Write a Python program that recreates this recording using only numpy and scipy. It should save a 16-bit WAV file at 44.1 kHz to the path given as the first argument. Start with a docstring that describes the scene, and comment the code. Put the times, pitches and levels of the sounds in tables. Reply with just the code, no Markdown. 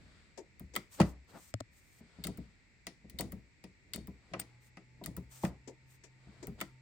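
"""A finger works the latching push buttons of a parked car, close to a phone, over a steady hiss.
First a hidden flasher relay ticks, a button pops out, a hand thumps the console and a sleeve rustles.
Fingers tap the phone, then push in four buttons: each snaps, latches and knocks the plastic panel,
with a short echo from the padded cabin. After the third, a faint motor starts to hum and a spring pings.
Last come a softer thump, more relay ticks and another button popping out."""
import sys
import numpy as np
from scipy import signal
from scipy.fft import rfft, irfft
from scipy.io import wavfile
from scipy.ndimage import uniform_filter1d

SR = 44100
rng = np.random.default_rng(int(sys.argv[2]) if len(sys.argv) > 2 else 0)


def waveform_to_disk(signal):
    """Save audio, clipped to [-1, 1], as 16-bit WAV at the path in sys.argv[1]."""
    frames = np.transpose(np.atleast_2d(signal))
    scaled = np.clip(frames, -1, 1) * 32767
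    samples = np.round(scaled).astype(np.int16)
    wavfile.write(sys.argv[1], SR, samples)


N = 300321
TIME = np.arange(N) / SR  # seconds through the scene
HIT = np.arange(SR // 4) / SR  # seconds through one short hit

# buttons latching: (time [s], crack length [s], click [dB], knock [dB], finger rumble [dB])
LATCH_HITS = [(2.2692, 0.0025, -44, -36, -59.5), (3.208, 0.0019, -40.5, -38.5, -52.5),
              (3.9601, .0012, -49, -42, -61), (5.0606, 0.00027, -44, -40, -60)]
# buttons popping out: (time [s], click [dB], knock [dB], finger rumble [dB])
POP_HITS = [(.762, -37, -44, -71), (6.612, -40.5, -44, -60)]
# the hand landing on the console: (time [s], ring [dB], boom [dB], rattle [dB], bounce [dB])
THUMP_HITS = [(.999, 0, -29, -41, -46), (5.434, -9.5, -35.5, -58, -51)]
# tones that ring in the latch and other plastic parts: (pitch [Hz], width [Hz], level [dB])
PLASTIC_TONES = [(1301, 120, -1), (1965, 140, 3), (2450, 550, -7), (4785, 270, -10.5), (7400, 310, -3),
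                 (9730, 1100, 6), (10240, 120, -6), (16200, 950, 1.5)]
# tone colour of a light tick: (frequency [Hz], level [dB])
LIGHT_TICK_COLOUR = [(1300, -9.5), (2400, 1), (4100, -.5), (7700, -2.5), (13600, -6)]


def presses(rebound_s=0.011, knock_lag_s=0.01):
    """A button tips over its spring, snaps in with a small rebound and knocks the panel."""
    # snaps: (time [s], crack length [s], click [dB], knock [dB], hardness [dB per octave])
    snaps = [(2.2386, 0.0049, -41, -39, 0), (3.187, 0.0056, -41.5, -41, 6), (3.9347, 0.0032, -39.5, -43, 0),
             (5.038, 0.0033, -51, -56, 4)]
    # tones of the pushed button: (pitch [Hz], width [Hz], level [dB])
    tones = [(2170, 57, 1.5), (3120, 480, -8.5), (3750, 120, 2.5), (4440, 150, 6), (8000, 270, -8),
             (10200, 500, 4.5), (13040, 260, 11), (14800, 370, 12)]
    # tone colours of the snap and its rebound: (frequency [Hz], level [dB])
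    snap_colour = [(1300, -17.5), (2400, -7), (4100, -0.5), (7700, -5.5), (13600, -5)]
    rebound_colour = [(1300, -20), (2400, -15.5), (4100, -24), (7700, -9), (13600, -23)]
    out = np.zeros((2, N))
    for s, crack_s, db, knock_db, tilt_db in snaps:
        add(out, s, click(db, snap_colour, tones, crack_s, pan_db=8, cabin_db=-2))
        add(out, s + rebound_s, click(db, rebound_colour, tones, crack_s=0.002, pan_db=6, cabin_db=2))
        add(out, s + knock_lag_s, knock(knock_db, tilt_db))
    return out


def latches(bottom_out_s=0.014):
    """The latch catches with a bright crack, then the button bottoms out on the panel."""
    # tone colour of the crack: (frequency [Hz], level [dB])
    crack_colour = [(1300, -11), (2400, -8), (4100, -8.5), (7700, -1.5), (13600, .5)]
    out = np.zeros((2, N))
    for s, crack_s, db, knock_db, _ in LATCH_HITS:
        add(out, s, click(db, crack_colour, PLASTIC_TONES, crack_s, pan_db=11, cabin_db=-1.5))
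        add(out, s + bottom_out_s, knock(knock_db, tilt_db=-0.4))
    return out


def pins(knock_lag_s=0.008):
    """The latch pin ticks as the finger lets go or pushes again; the panel springs back with a knock."""
    # pin ticks: (time [s], crack length [s], click [dB], knock [dB])
    ticks = [(0.596, 0.0014, -56, -45.5), (2.3736, 0.0028, -58.5, -39.5), (3.3204, 0.0028, -52.5, -39.5),
             (4.072, 0.0016, -57, -41.5), (5.166, 0.003, -49, -38), (6.4702, 0.00093, -51.5, -39.5)]
    # thin tone colour of the pin: (frequency [Hz], level [dB])
    pin_colour = [(1300, -9.5), (2400, -11), (4100, -15), (7700, -8.5), (13600, 2.5)]
    out = np.zeros((2, N))
    for s, crack_s, db, knock_db in ticks:
        add(out, s, click(db, pin_colour, PLASTIC_TONES, crack_s, pan_db=12, cabin_db=2))
        add(out, s + knock_lag_s, knock(knock_db, tilt_db=-2))
    return out


def pops(slide_s=0.0087, slide_db=-12):
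    """The freed button slides out and hits its stop hard."""
    # tones of the freed button: (pitch [Hz], width [Hz], level [dB])
    tones = [(1061, 70, -4), (1320, 150, 7), (2020, 66, 5.5), (2110, 300, 7.5), (3120, 480, -0.5),
             (3500, 120, -8.5), (4477, 140, -2), (7455, 320, -4), (8550, 130, -1.5), (10220, 400, 4),
             (12700, 350, 1), (14990, 920, 2.5)]
    # tone colour of the hit on the stop: (frequency [Hz], level [dB])
    stop_colour = [(1300, -0.5), (2400, 0), (4100, -4.5), (7700, -3), (13600, -0.5)]
    out = np.zeros((2, N))
    for s, db, knock_db, _ in POP_HITS:
        slide = click(db + slide_db, LIGHT_TICK_COLOUR, tones, crack_s=0.0016, pan_db=4, cabin_db=-3.5)
        add(out, s - slide_s, slide)
        add(out, s, click(db, stop_colour, tones, crack_s=0.0022, pan_db=6.5, cabin_db=-3))
        add(out, s, knock(knock_db, tilt_db=5))
    return out


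def click(db, shape, tones, crack_s, pan_db, tilt_db=0, cabin_db=0):
    """Two parts chatter for a few milliseconds; the highs die first and hardly echo."""
    # slices of a click: (low [Hz], high [Hz], crack length [factor], echo [dB], pan [factor],
    # left-right likeness [0-1])
    bands = [(963, 1586, 2.3, -4.5, 0.24, 0.4), (1780, 3320, 2.12, -2.5, 0.2, 0.34),
             (3060, 5750, 1.1, -0.5, 1.3, 0.12), (6500, 9000, 1.17, -7.5, 0.5, 0),
             (12100, 16500, 1.2, -17.5, .02, 0)]
    out, brief = np.zeros((2, len(HIT))), HIT[:len(HIT) // 5]
    echo = plastic_ring(noise(len(HIT), 0.23) * cabin_tail(), tones, plain_db=-4)
    shape_hz, shape_db = np.transpose(shape)
    for low, high, stretch, echo_db, pan_share, alike in bands:
        octave = np.log2(low * high) / 2  # middle of the slice
        band_db = np.interp(octave, np.log2(shape_hz), shape_db) + tilt_db * (octave - np.log2(4100))
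        chatter = noise(len(brief), alike) * np.exp(-(brief / max(crack_s * stretch, 1e-4)) ** 1.3)
        gain = undb(db + band_db) * sides(pan_db * pan_share)
        add(out, 0, gain * burst(band(plastic_ring(chatter, tones), low, high)))
        add(out, 0, gain * undb(echo_db + cabin_db) * burst(band(echo, low, high)))
    return out


def plastic_ring(x, tones, plain_db=-17, detune=0.014):
    """A plastic part rings at its own tones, a little differently at each touch."""
    out = undb(plain_db) * x
    for (hz, width, db), shift in zip(tones, rng.standard_normal(len(tones))):
        resonance = signal.iirpeak(hz * (1 + detune * shift), hz / width, SR)
        out = out + undb(db) * signal.lfilter(*resonance, x)
    return out


def cabin_tail(early_s=0.009, late_s=0.038, late_db=-13):
    """How the echoes fade: glass and trim answer at once, the rest of the cabin lingers."""
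    early, late = np.exp(-HIT / early_s), undb(late_db) * np.exp(-HIT / late_s)
    return (1 - np.exp(-HIT / 0.0018)) * np.hypot(early, late)


def knock(db, tilt_db, scatter_db=3, detune=0.031, boom_s=0.035, pan_db=3):
    """A blow rings the panel, its higher tones more when it is hard; the cabin booms after it."""
    # tones of the panel and the cabin air: (pitch [Hz], level [dB])
    panel = [(66, -2.5), (92, -6.5), (146, -10.5), (184, 3.5), (221, -4.5), (282, 1.5), (324, 0), (398, -3),
             (445, -11.5), (522, 5), (588, 3), (655, 8), (730, 4), (818, -4), (890, -12.5), (955, -1)]
    # slices of a knock: (low [Hz], high [Hz], level [dB], rise [s], fade [s], boom [dB])
    bands = [(55.2, 66, -7, 0.015, 0.025, -8.5), (106.9, 250, 1, 0.0095, .016, -5.5),
             (241, 500, -5.5, 0.0022, 0.023, -6), (500, 1100, -12, 0.00094, 0.013, -12)]
    out = np.zeros((2, len(HIT)))
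    hz, tone_db = np.transpose(panel)[:, :, None]
    size, shift, phase = rng.standard_normal((3, len(panel), 1))
    cycles = hz * (1 + detune * shift) * HIT + phase
    tones = undb(tone_db + scatter_db * size) * np.sin(2 * np.pi * cycles)
    for low, high, band_db, rise_s, fade_s, boom_db in bands:
        inside = (hz[:, 0] > low) & (hz[:, 0] <= high)
        ring = tones[inside].sum(axis=0) * rise_and_fade(rise_s, fade_s)
        boom = band(noise(len(HIT), 1 - high / 2200) * rise_and_fade(rise_s, boom_s), low, high)
        gain = undb(band_db + tilt_db * np.log2(np.sqrt(low * high) / 165))
        out += gain * burst(burst(delay_right(ring, lag_s=0.0001)) + undb(boom_db) * burst(boom))
    return undb(db) * sides(pan_db) * out


def thumps(rise_cycles=0.74, boom_s=0.041, pan_db=1.1):
    """A soft, heavy blow on the console: high tones come first, low ones swell later, the cabin booms."""
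    # tones of the console and the cabin air: (pitch [Hz], level [dB], time to fade by 60 dB [s])
    console = [(63.2, -33, 0.55), (101.8, -28, 0.16), (152, -19, .15), (181.9, -16.5, .17),
               (216.8, -17.5, 0.14), (290, -36.5, 0.32), (331.2, -18.5, 0.11), (404.7, -31.5, 0.13),
               (522, -26, 0.12), (585, -29.5, 0.15), (663, -26.5, 0.099), (730.5, -32, 0.092),
               (805, -22, 0.054), (913, -21, 0.035), (1096, -31, 0.0486)]
    boom_colour = [(70, 4), (160, 4), (350, -4.5), (900, -10), (1600, -27), (5000, -51)]
    out = np.zeros((2, N))
    hz, tone_db, ring_s = np.transpose(console)[:, :, None]
    sign = (-1) ** np.arange(len(hz))[:, None]  # away from the blow, neighbouring tones swing opposite ways
    swing = sign * np.sin(2 * np.pi * hz * HIT) * (1 - np.exp(-(HIT * hz / rise_cycles) ** 2))
    for s, db, boom_db, _, _ in THUMP_HITS:
        ring = np.sum(undb(db + tone_db - 60 * HIT / ring_s) * swing, axis=0)
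        boom = colour(noise(len(HIT), 0.7), boom_colour) * rise_and_fade(0.015, boom_s)
        add(out, s, sides(pan_db) * (delay_right(ring, lag_s=0.0001) + undb(boom_db) * burst(boom)))
    return out


def rattles(lag_s=0.0015, bounce_s=0.0135):
    """Each thump makes the console's plastic lid clack and bounce once."""
    # tone colour of the lid: (frequency [Hz], level [dB])
    lid_colour = [(1300, 5), (2400, 4.5), (4100, 0), (7700, -3), (13600, -9.5)]
    out = np.zeros((2, N))
    for s, _, _, rattle_db, bounce_db in THUMP_HITS:
        add(out, s + lag_s, click(rattle_db, lid_colour, PLASTIC_TONES, crack_s=0.007, pan_db=4.5))
        bounce = click(bounce_db, lid_colour, PLASTIC_TONES, crack_s=0.003, pan_db=13)
        add(out, s + lag_s + bounce_s, bounce)
    return out


def taps(tick_s=0.0009, tick_pan_db=22, case_pan_db=2.5, lag_s=0.00026):
    """Fingers tap the phone beside its left microphone: the case ticks, rings and bends, with no echo."""
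    # finger taps: (time [s], tick [dB], ring [dB], bend [dB])
    hits = [(1.5401, -42.5, -31.5, -32), (1.604, -52.5, -42.5, -56), (1.607, -50, -35, -43)]
    # tone colour of the tick: (frequency [Hz], level [dB])
    tick_colour = [(1000, 1), (2000, 7), (2800, -7), (4500, 10), (6000, -4), (7800, 8), (9500, -41),
                   (11500, -43), (16000, -39)]
    out = np.zeros((2, N))
    for s, tick_db, ring_db, bend_db in hits:
        tick = burst(colour(noise(len(HIT), 0.071), tick_colour) * np.exp(-HIT / tick_s))
        ring = swell(610, 0.0016) + undb(-6.5) * swell(268, 0.0033) + undb(-5) * swell(1260, 0.00089)
        case = undb(ring_db) * ring + undb(bend_db) * swell(109, 0.0083)
        add(out, s, undb(tick_db) * sides(tick_pan_db) * tick)
        add(out, s, sides(case_pan_db) * delay_right(case, lag_s))
    return out


def touches():
    """Fingernails and loose trim tick and knock the panel; soft fingertips only knock it."""
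    # hard touches: (time [s], crack length [s], click [dB], brightness [dB per octave], knock [dB],
    # hardness [dB per octave])
    ticks = [(2.868, 0.0021, -47.5, 0, -50, 5), (3.097, 0.0049, -63, 6, -74.5, 3),
             (3.639, 0.0032, -60.5, -0.5, -48, 1), (4.3356, .004, -52.5, -11, -48, 9.5),
             (4.395, 0.0088, -53, 5.5, -57, 6.5), (4.4145, .0023, -57, 0.5, -56, 3),
             (4.7706, 0.0031, -64, -8.5, -52.5, 3.5)]
    # soft touches: (time [s], knock [dB], hardness [dB per octave])
    bumps = [(0.637, -58, -14), (2.006, -52.5, -1), (2.185, -46, -3), (3.044, -51.5, -1), (3.14, -51, -8),
             (4.314, -49, -3), (4.364, -48, 2.5), (5.013, -48.5, 5), (6.269, -51, -3.5)]
    out = np.zeros((2, N))
    for s, crack_s, db, tilt_db, knock_db, hard_db in ticks:
        add(out, s, click(db, LIGHT_TICK_COLOUR, PLASTIC_TONES, crack_s, pan_db=7.5, tilt_db=tilt_db))
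        add(out, s, knock(knock_db, hard_db))
    for s, db, hard_db in bumps:
        add(out, s, knock(db, hard_db))
    return out


def ping(start_s=4.398, pan_db=3):
    """A small steel spring rings briefly."""
    # tones of the spring: (pitch [Hz], level [dB], time to fade by 60 dB [s])
    tones = [(8610, -31, 0.041), (15000, -31, .028)]
    out = np.zeros((2, N))
    ring = sum(undb(db - 60 * HIT / ring_s) * np.sin(2 * np.pi * hz * HIT) for hz, db, ring_s in tones)
    add(out, start_s, sides(pan_db) * ring)
    return out


def relay(tick_s=0.014, case_s=0.024, tick_pan_db=9, case_pan_db=5):
    """The flasher relay behind the dashboard is heard only by its echoes, so it is blurred and boxy."""
    # relay ticks: (time [s], tick [dB], case [dB])
    ticks = [(.375, -50, -41.5), (0.736, -52.5, -47), (5.674, -51, -42.5), (6.036, -54, -58),
             (6.426, -50.5, -42)]
    # tone colours of the tick and the relay's case: (frequency [Hz], level [dB])
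    tick_colour = [(900, -2.5), (2000, 7.5), (3500, 0), (5000, 6), (7500, 9.5), (10000, -13.5),
                   (15000, -22.5)]
    case_colour = [(150, -21.5), (300, 5.5), (410, 8), (520, -1), (700, -8.5), (950, -9.5), (1600, -50.5)]
    out = np.zeros((2, N))
    for s, tick_db, case_db in ticks:
        tick = colour(noise(len(HIT), 0.094), tick_colour) * rise_and_fade(0.0028, tick_s)
        case = colour(noise(len(HIT), 0.86), case_colour) * rise_and_fade(0.0055, case_s)
        add(out, s, undb(tick_db) * sides(tick_pan_db) * burst(tick))
        add(out, s, undb(case_db) * sides(case_pan_db) * burst(case))
    return out


def brushes(pan_db=3):
    """Skin brushes fabric and buttons: a dull rub and a fibre hiss swell and fade with each stroke."""
    # hand strokes: (middle [s], half length [s], rub [dB], fibre hiss [dB])
    strokes = [(0.13, 0.22, -75, -69), (0.996, 0.02, -57, -57), (0.998, .007, -43.5, -72),
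               (1.304, 0.023, -64, -66), (1.363, 0.029, -50.5, -71), (2.252, 0.27, -72, -69),
               (4.374, 0.19, -69.5, -72), (4.398, 0.004, -51, -44), (6.37, 0.17, -68.5, -70),
               (6.598, 0.013, -55.5, -62)]
    # tone colours of the rub and the fibres: (frequency [Hz], level [dB])
    rub_colour = [(130, 4.5), (300, 4.5), (800, -0.5), (1400, -5.5), (2600, -21), (4500, -20.5),
                  (7000, -32.5), (14000, -39)]
    fibre_colour = [(700, -13), (1400, 5.5), (2300, -1), (3400, -1), (4700, 0.5), (6000, -12.5), (8000, -5),
                    (11000, -33.5), (16000, -40)]
    rub, fibres = colour(noise(N, 0.78), rub_colour), colour(noise(N, 0.18), fibre_colour)
    out = np.zeros((2, N))
    for s, half_s, rub_db, fibre_db in strokes:
        out += (undb(rub_db) * rub + undb(fibre_db) * fibres) * np.exp(-((TIME - s) / half_s) ** 2)
    return sides(pan_db) * out


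def sleeve(grain_db=1, uneven_db=2, pan_db=2, fade_s=0.0068):
    """Cloth fibres slip in a fine, uneven hiss while the arm moves."""
    # arm moves: (start [s], end [s], level [dB])
    moves = [(0.918, 0.99, -55), (0.999, 1.123, -64), (1.29, 1.443, -67), (1.421, 1.511, -63),
             (1.727, 2.007, -70), (4.616, 4.688, -70.5), (5.315, 5.485, -57.5), (5.873, 5.966, -69.5)]
    # tone colour of the cloth: (frequency [Hz], level [dB])
    cloth_colour = [(500, -1), (1200, -1.5), (3000, -3.5), (5000, -2.5), (8500, 4.5), (11500, -16),
                    (14500, 3), (16500, -16.5)]
    grain = unit(uniform_filter1d(rng.standard_normal(N), size=200))
    uneven = unit(uniform_filter1d(rng.standard_normal(N), size=1800))
    moving = np.zeros(N)
    for start, end, db in moves:
        moving += undb(db) * (np.tanh((TIME - start) / fade_s / 2) - np.tanh((TIME - end) / fade_s / 2)) / 2
    cloth = colour(noise(N, 0.2), cloth_colour)
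    return sides(pan_db) * cloth * moving * undb(grain_db * grain + uneven_db * uneven)


def motor(waver_db=2.2):
    """A small motor runs up and settles to a hum whose level wavers."""
    # the motor's run: (time [s], pitch [Hz], level [dB])
    run = [(0, 110, -110), (4.248, 112, -100), (4.348, 119, -56.5), (4.7, 122, -69), (5.2, 128, -59),
           (5.702, 129, -64.5), (6.8, 129, -62)]
    # tones of the hum: (multiple of the pitch, level [dB])
    tones = [(1, 0.5), (2, -24.5), (7, -19)]
    s, hz, db = np.transpose(run)
    phase = 2 * np.pi * np.cumsum(np.interp(TIME, s, hz)) / SR
    waver = unit(np.interp(TIME, np.linspace(0, TIME[-1], num=80), rng.standard_normal(80)))
    hum = sum(undb(tone_db) * np.sin(multiple * phase) for multiple, tone_db in tones)
    return unit(hum) * undb(np.interp(TIME, s, db) + waver_db * waver)


def leaning(lean_s=0.12, still_db=-70, settle_db=-60, settle_s=0.13):
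    """Rumble strength: it rises as a finger leans on a button, and as the phone settles in the hand."""
    pushes = [(s + 0.045, db) for s, *_, db in LATCH_HITS]  # just after a latch
    pushes += [(s - 0.11, db) for s, *_, db in POP_HITS]  # just before a pop
    swells = sum(undb(db) * np.exp(-((TIME - s) / lean_s) ** 2) for s, db in pushes)
    return undb(still_db) + swells + undb(settle_db) * np.exp(-TIME / settle_s)


def background(hiss_db=-69.5, whine_db=-73, hiss_pan_db=2):
    """Steady hiss with a faint whine near 2 kHz, and a low rumble as the hands move."""
    # tone colour of the cabin's hiss: (frequency [Hz], level [dB])
    hiss_colour = [(15, -36), (25, -7.5), (40, 2), (70, 1.5), (695, -22), (962, -15.5), (1040, -20.5),
                   (1260, -18.5), (2000, -12), (2690, -14), (2990, -23), (4370, -18.5), (6560, -26.5),
                   (7710, -18.5), (9840, -54), (16000, -50)]
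    rumble_colour = [(45, 3), (80, 5), (190, -0.5), (380, -9), (700, -19), (1500, -39.5), (4000, -51)]
    hiss = sides(hiss_pan_db) * undb(hiss_db) * colour(noise(N, 0.11), hiss_colour)
    whine = undb(whine_db) * unit(band(noise(N, 0.15), 1823, 2416))
    rumble = colour(noise(N, 0.76), rumble_colour)
    return hiss + whine + rumble * leaning()


def undb(db):
    """Turn decibels into a gain."""
    return 10 ** (np.asarray(db) / 20)


def unit(x):
    """Scale to an average power of 1."""
    return x / np.sqrt(np.mean(x ** 2))


def burst(x):
    """Scale a hit to the energy of 10 ms at a power of 1."""
    return x / np.sqrt(np.mean(np.sum(x ** 2, axis=-1)) / (SR / 100))


def band(x, low_hz, high_hz):
    """Keep the sound between two frequencies."""
    return signal.sosfilt(signal.butter(3, [low_hz, high_hz], "band", fs=SR, output="sos"), x)


def noise(size, alike):
    """Left and right noise, from unrelated (alike=0) to the same (alike=1)."""
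    common, *own = rng.standard_normal((3, size))
    return np.sqrt(alike) * common + np.sqrt(1 - alike) * np.array(own)


def colour(x, points):
    """Shape noise by (frequency [Hz], level [dB]) points; it falls away below the first."""
    hz, db = np.transpose(points)
    f = np.fft.rfftfreq(x.shape[-1], 1 / SR) + 1
    gain = undb(np.interp(np.log(f), np.log(hz), db)) * np.minimum(f / hz[0], 1) ** 2
    return unit(irfft(rfft(x) * gain, x.shape[-1]))


def rise_and_fade(rise_s, fade_s):
    """The strength of a hit over time."""
    return (1 - np.exp(-HIT / rise_s)) * np.exp(-HIT / fade_s)


def swell(hz, peak_s):
    """A short tone that rises to its peak and dies."""
    return HIT / peak_s * np.exp(1 - HIT / peak_s) * np.sin(2 * np.pi * hz * HIT)


def sides(db):
    """Left and right gains, the left louder by db, at the same total power."""
    return unit(undb(np.array([[db], [-db]]) / 2))


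def delay_right(x, lag_s):
    """A hit reaches the right microphone a little after the left."""
    return np.array([x, np.interp(HIT - lag_s, HIT, x)])


def add(out, s, sound):
    """Mix a sound in at s seconds."""
    i = max(int(s * SR), 0)
    out[:, i:i + sound.shape[-1]] += sound[..., :N - i]


def scene():
    """All the sounds in the cabin together."""
    buttons = presses() + latches() + pins() + pops()
    hits = touches() + ping() + thumps() + rattles() + taps()
    return buttons + hits + relay() + brushes() + sleeve() + motor() + background()


def record(dry):
    """The phone cuts the treble above 16.6 kHz."""
    return signal.sosfilt(signal.ellip(8, 0.2, 70, 16600, fs=SR, output="sos"), dry)


dry = scene()
out = record(dry)
waveform_to_disk(out)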